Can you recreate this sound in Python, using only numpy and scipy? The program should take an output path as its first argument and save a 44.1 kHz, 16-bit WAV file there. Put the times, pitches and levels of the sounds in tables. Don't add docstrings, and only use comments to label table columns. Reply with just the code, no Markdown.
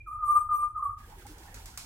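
import sys
import numpy as np
from scipy import signal
from scipy.fft import rfft, irfft
from scipy.io import wavfile

SR = 44100
rng = np.random.default_rng(int(sys.argv[2]) if len(sys.argv) > 2 else 0)


def materialize(psi):
    bounded = np.clip(np.atleast_2d(psi).T, -1, 1)
    quanta = np.round(bounded * 32767).astype(np.int16)
    wavfile.write(sys.argv[1], SR, quanta)


N = 81585
TIME_S = np.arange(N) / SR


def amp(db):
    return 10 ** (np.asarray(db) / 20)


def rms_one(x):
    return x / np.sqrt(np.mean(x ** 2) + 1e-20)


def at_hz(points, hz):
    table = np.array(points)
    return np.interp(np.log(hz), np.log(table[:, 0]), table[:, 1])


def pan(left_minus_right_db):
    return amp([[left_minus_right_db / 2], [-left_minus_right_db / 2]])


def drift(rate_hz):
    settling = 8000
    r = np.exp(-2 * np.pi * rate_hz / SR)
    slow = signal.lfilter([1], [1, -2 * r, r * r], rng.standard_normal(N + settling))
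    return rms_one(slow[settling:])


def resonate(x, hz, width_hz):
    r = np.exp(-np.pi * width_hz / SR)
    zeros = np.array([1, 0, -1]) * (1 - r * r) / 2
    poles = [1, -2 * r * np.cos(2 * np.pi * hz / SR), r * r]
    return signal.lfilter(zeros, poles, x)


def resonate_twice(x, hz, width_hz):
    return resonate(resonate(x, hz, width_hz), hz, width_hz)


# (frequency [Hz], left-right likeness [-1 to 1])
CHANNEL_LIKENESS = [(60, 1.0), (130, 1.0), (290, 0.99), (640, 0.77), (1410, -0.16), (3100, -0.34),
                    (6820, -0.21), (15000, 1)]
# (frequency [Hz], left minus right [dB])
CHANNEL_BALANCE = [(60, -0.5), (180, 0.5), (550, -1.5), (1650, -5.5), (4970, -0.5), (15000, -10)]
CLATTER_LIKENESS = .35


def coloured_noise(spectrum, patchy_db, per_s, left_lag_s=0):
    hz = np.maximum(np.fft.rfftfreq(N, 1 / SR), 1)
    alike = CLATTER_LIKENESS if left_lag_s else np.clip(at_hz(CHANNEL_LIKENESS, hz), -1, 1)
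    mid, side = rfft(rng.standard_normal((2, N))) * amp(at_hz(spectrum, hz))
    common = np.sqrt(1 + alike) * mid
    opposed = np.sqrt(1 - alike) * side * np.array([[1], [-1]])
    both = amp(np.outer([.5, -.5], at_hz(CHANNEL_BALANCE, hz))) * (common + opposed)
    both = both * np.exp(-2j * np.pi * np.outer([left_lag_s, 0], hz))
    if not patchy_db:
        return rms_one(irfft(both, N))
    band = np.floor(2 * np.log2(hz / 100)).clip(0, 9)
    out = np.zeros((2, N))
    for k in range(10):
        depth_db = patchy_db * (1 if k < 9 else .4)
        out += irfft(both * (band == k), N) * amp(depth_db * drift(per_s))
    return rms_one(out)


# (frequency [Hz], density [dB per Hz])
FLOOR_SPECTRUM = [(18, -27), (30, 6), (60, 1), (100, -2), (140, -17), (300, -32.5), (600, -39), (2000, -45),
                  (4000, -52), (9500, -51.5), (16000, -65)]
# (frequency [Hz], median peak level [dB])
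HUMS = [(100, -63), (345, -80.5)]
FLOOR_DB, HUM_WAVER_DB, HUM_WAVER_HZ = -50.5, 5.4, 8


def floor():
    out = amp(FLOOR_DB) * coloured_noise(FLOOR_SPECTRUM, 0, 0)
    for hz, db in HUMS:
        out += amp(db + HUM_WAVER_DB * drift(HUM_WAVER_HZ)) * np.sin(2 * np.pi * hz * TIME_S)
    return out


# (frequency [Hz], density [dB per Hz])
MURMUR_SPECTRUM = [(88, -37.5), (150, -2.5), (193, -5.5), (334, -9), (662, -13.5), (745, -6.5), (923, -4.5),
                   (1170, -16), (1630, -9), (2450, -16), (3490, -15), (3770, -20), (9080, -21),
                   (16000, -26)]
# (time [s], rms level [dB])
MURMUR_LEVEL = [(.94, -100), (.985, -60.5), (1.1, -54.5), (1.3, -55), (1.6, -53), (1.85, -58)]
# (start [s], length [s], frequency [Hz], level before panning [dB])
HOOTS = [(1.024, 0.036, 1656, -61), (1.118, 0.049, 900, -64), (1.068, 0.033, 474, -65),
         (1.16, 0.1, 375, -56), (1.216, 0.078, 256.6, -65), (1.249, 0.028, 812, -55),
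         (1.279, .07, 309.7, -57), (1.388, 0.056, 344, -60), (1.339, 0.041, 839, -70.5),
         (1.447, 0.079, 819.5, -56), (1.469, 0.037, 1796, -64.5), (1.569, 0.057, 900, -58),
         (1.671, .035, 953, -59.5)]
HOOT_WIDTH_HZ, HOOT_PAN_DB = 45, -3


def murmur():
    level_db = np.interp(TIME_S, *np.transpose(MURMUR_LEVEL))
    out = amp(level_db) * coloured_noise(MURMUR_SPECTRUM, patchy_db=3.5, per_s=16)
    for start_s, length_s, hz, db in HOOTS:
        shape = np.sin(np.pi * np.clip((TIME_S - start_s) / length_s, 0, 1))
        breathy = rms_one(resonate(rng.standard_normal(N), hz, HOOT_WIDTH_HZ))
        tone = np.sin(2 * np.pi * hz * TIME_S) + breathy
        out += amp(db) * shape * tone * pan(HOOT_PAN_DB)
    return out


# (time [s], level before TAIL_DB [dB], crack relative to that level [dB])
CLACKS = [(0.987, -52, -9), (1.0983, -55.5, -3.5), (1.2096, -47.5, -14), (1.2665, -38.5, -7.5),
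          (1.3818, -43, -7.5), (1.4334, -42, -13), (1.543, -35, -7.5), (1.6572, -34, -8),
          (1.7747, -27, -5.5)]
# (frequency [Hz], density [dB per Hz])
TAIL_SPECTRUM = [(400, -33), (700, -4.5), (1400, -4), (1800, -12.5), (2350, -3), (3000, -7), (4500, -2.5),
                 (7000, -3.5), (11000, -8.5), (16000, -22)]
# (frequency [Hz], density [dB per Hz])
CRACK_SPECTRUM = [(400, -20), (800, -14), (1400, -3.5), (1750, -13), (2350, -0.5), (3000, -19),
                  (4800, -4.5), (7000, -2.5), (16000, -14.5)]
CRACK_T60_S = .04
TAIL_T60_S, TAIL_DB, TAIL_HOLD_S, TAIL_RISE_S = .45, -17, 0.024, 0.0013
LEFT_LAG_S = .000136


def clatter():
    crack_power, tail_power = np.zeros(N), np.zeros(N)
    for start_s, db, crack_db in CLACKS:
        age = np.maximum(TIME_S - start_s, 0)
        crack_level_db = db + crack_db - 60 * age / CRACK_T60_S
        crack_power += (TIME_S >= start_s) * amp(crack_level_db) ** 2
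        tail_level_db = db + TAIL_DB - 60 * np.maximum(age - TAIL_HOLD_S, 0) / TAIL_T60_S
        tail_power += amp(tail_level_db) ** 2 * (1 - np.exp(-age / TAIL_RISE_S))
    cracks = np.sqrt(crack_power) * coloured_noise(CRACK_SPECTRUM, 0, 0, LEFT_LAG_S)
    tails = np.sqrt(tail_power) * coloured_noise(TAIL_SPECTRUM, 0, 0, LEFT_LAG_S)
    return cracks + tails


EARLIER_HZ, EARLIER_WIDTH_HZ = 2406, 61
EARLIER_DB, EARLIER_END_S = -50, 0.022
EARLIER_TAIL_DB, EARLIER_T60_S = -50.5, 0.42


def earlier_note():
    ring = rms_one(resonate_twice(rng.standard_normal((2, N)), EARLIER_HZ, EARLIER_WIDTH_HZ))
    swell = np.sqrt(2) * np.sin(np.pi * np.clip(TIME_S / EARLIER_END_S, 0, 1))
    last = swell * np.sin(2 * np.pi * EARLIER_HZ * TIME_S)
    return amp(EARLIER_DB) * last + amp(EARLIER_TAIL_DB - 60 * TIME_S / EARLIER_T60_S) * ring


PORCH_T60_S = 0.28


def porch_echo(x):
    t = np.arange(SR // 2) / SR
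    tail = rng.standard_normal((2, len(t))) * amp(-60 * t / PORCH_T60_S) * (t > .004)
    tail /= np.sqrt(np.sum(tail ** 2, axis=1, keepdims=True))
    return signal.fftconvolve(x[None], tail, axes=1)[:, :N]


# (frequency [Hz], left level [dB], right level [dB], decay by 60 dB before the cap [s])
PORCH_MODES = [(1065, -2.5, 7.5, .45), (1060, -18, -12, 0.16), (1130.7, 0, 6.5, 0.39),
               (1185.5, 3.5, -4, 0.36), (1208.6, 2, -4.5, 0.32), (1241, 2.5, 7, 1), (1275, -7.5, 3, 0.28),
               (1213.2, -7, -7.5, 0.43), (1368, -7, -11.5, 0.43)]
DIRECT_DB = -2
LONGEST_RING_S = .36


def porch_modes(x):
    out = amp(DIRECT_DB) * np.array([x, x])
    for k, (hz, left_db, right_db, t60_s) in enumerate(PORCH_MODES):
        width_hz = np.log(1000) / np.pi / min(t60_s, LONGEST_RING_S)
        sign = (-1) ** k
        out += sign * amp([[left_db], [right_db]]) * resonate(x, hz, width_hz)
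    return out


# (time [s], pitch [Hz], rms level [dB], overtone level [dB])
NOTES = [
    [(.062, 1360, -57, -78.5), (.072, 1280, -41, -67.5), (.085, 1170, -36, -60), (.11, 1200, -35, -81),
     (.125, 1280, -40.5, -66.5), (.15, 1200, -29, -74.5), (.17, 1200, -62, -91.5)],
    [(.185, 1290, -46.5, -92.5), (.21, 1245, -33, -72.5), (.24, 1200, -22.5, -58),
     (.26, 1192, -37.5, -55.5), (.285, 1178, -20.5, -50), (.31, 1194, -13, -49.5), (.328, 1186, -28, -47),
     (.345, 1192, -19.5, -56), (.367, 1206, -16.5, -45), (.385, 1205, -33.5, -58.5), (.4, 1200, -66, -97.5)],
    [(.475, 1300, -72, -99), (.495, 1235, -26.5, -73.5), (.52, 1205, -22.5, -55.5), (.55, 1191, -25.5, -45),
     (.58, 1190, -29, -56.5), (.61, 1192, -31.5, -50), (.635, 1200, -20, -68.5), (.67, 1199, -35.5, -72),
     (.7, 1203, -43, -87.5)],
    [(.745, 1300, -52.5, -95), (.765, 1235, -25, -80), (.782, 1195, -32.5, -57), (.79, 1145, -42, -84.5),
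     (.798, 1057, -37, -95), (.812, 1050, -49, -91)],
    [(.815, 1200, -56.5, -82.5), (.83, 1200, -20, -56.5), (.845, 1170, -32.5, -60.5),
     (.865, 1138, -26, -65), (.885, 1150, -47, -72), (.9, 1240, -29.5, -72), (.92, 1145, -49.5, -79.5),
     (.94, 1140, -56.5, -72.5)],
]
# (multiple of the pitch, relative level [dB])
OVERTONES = [(1, 0), (2, -41), (3, -62.5), (4, -59.5), (5, -47.5), (6, -42), (7, -36), (8, -31.5),
             (9, -43.5), (10, -37), (11, -39), (12, -64), (13, -61)]
WOBBLES = [.025, .008, .002, .007, .005]
OVERTONE_REF_DB = -31.5
WOBBLE_HZ, FLUTTER_DB, FLUTTER_HZ = 46, 5, 40
SLUR_S = 0.006
BREATH_DB, BREATH_WIDTH_HZ = -23.5, 51.6
SKIRT_DB, SKIRT_WIDTH_HZ = -44.5, 250
AIR_HZ, AIR_BAND_HZ = 1170, 760
OCTAVE_DB = -50


def slur(v):
    window = np.hanning(int(2 * SLUR_S * SR))
    return signal.fftconvolve(v, window / window.sum(), "same")


def song():
    s, hz, db, over_db = np.transpose(np.concatenate(NOTES))
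    sounding = [(TIME_S >= note[0][0]) & (TIME_S <= note[-1][0]) for note in NOTES]
    gate = sum(sounding)
    pitch = hz[0] + slur(np.interp(TIME_S, s, hz) - hz[0])
    phase = 2 * np.pi * np.cumsum(pitch) / SR
    wobble = sum(share * on for share, on in zip(WOBBLES, sounding))
    shaky_phase = phase + 2 * np.pi * np.cumsum(pitch * wobble * drift(WOBBLE_HZ)) / SR
    level = slur(gate * np.sqrt(2) * amp(np.interp(TIME_S, s, db)))
    voice = level * np.sin(phase)

    air = np.zeros(N)
    for air_db, width_hz in [(BREATH_DB, BREATH_WIDTH_HZ), (SKIRT_DB, SKIRT_WIDTH_HZ)]:
        air += amp(air_db) * (drift(width_hz) * np.sin(phase) + drift(width_hz) * np.cos(phase))
    air = resonate_twice(level * air, AIR_HZ, AIR_BAND_HZ)

    partials = np.zeros(N)
    for k, partial_db in OVERTONES:
        if k > 1:
            gain = amp(partial_db - OVERTONE_REF_DB + FLUTTER_DB * drift(FLUTTER_HZ))
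            partials += gain * np.sin(k * shaky_phase + k * k)
    over_level = slur(gate * amp(np.interp(TIME_S, s, over_db)))
    octave = level * amp(OCTAVE_DB) * np.sin(2 * shaky_phase)
    return voice, air, over_level * partials + octave


DIFFUSE_DB = -16
OVERTONE_DIRECT_DB, OVERTONE_ECHO_DB, OVERTONE_PAN_DB = -9, -3, -2


def bird_in_porch():
    voice, air, high = song()
    whistle = porch_modes(voice + air) + porch_echo(amp(DIFFUSE_DB) * voice + air)
    overtones = amp(OVERTONE_DIRECT_DB) * high + amp(OVERTONE_ECHO_DB) * porch_echo(high)
    return whistle + pan(OVERTONE_PAN_DB) * overtones


def scene():
    return bird_in_porch() + floor() + earlier_note() + clatter() + murmur()


def record(dry):
    low_pass = signal.ellip(10, .5, 80, 16000, fs=SR, output="sos")
    return signal.sosfilt(low_pass, dry)


dry = scene()
out = record(dry)
materialize(out)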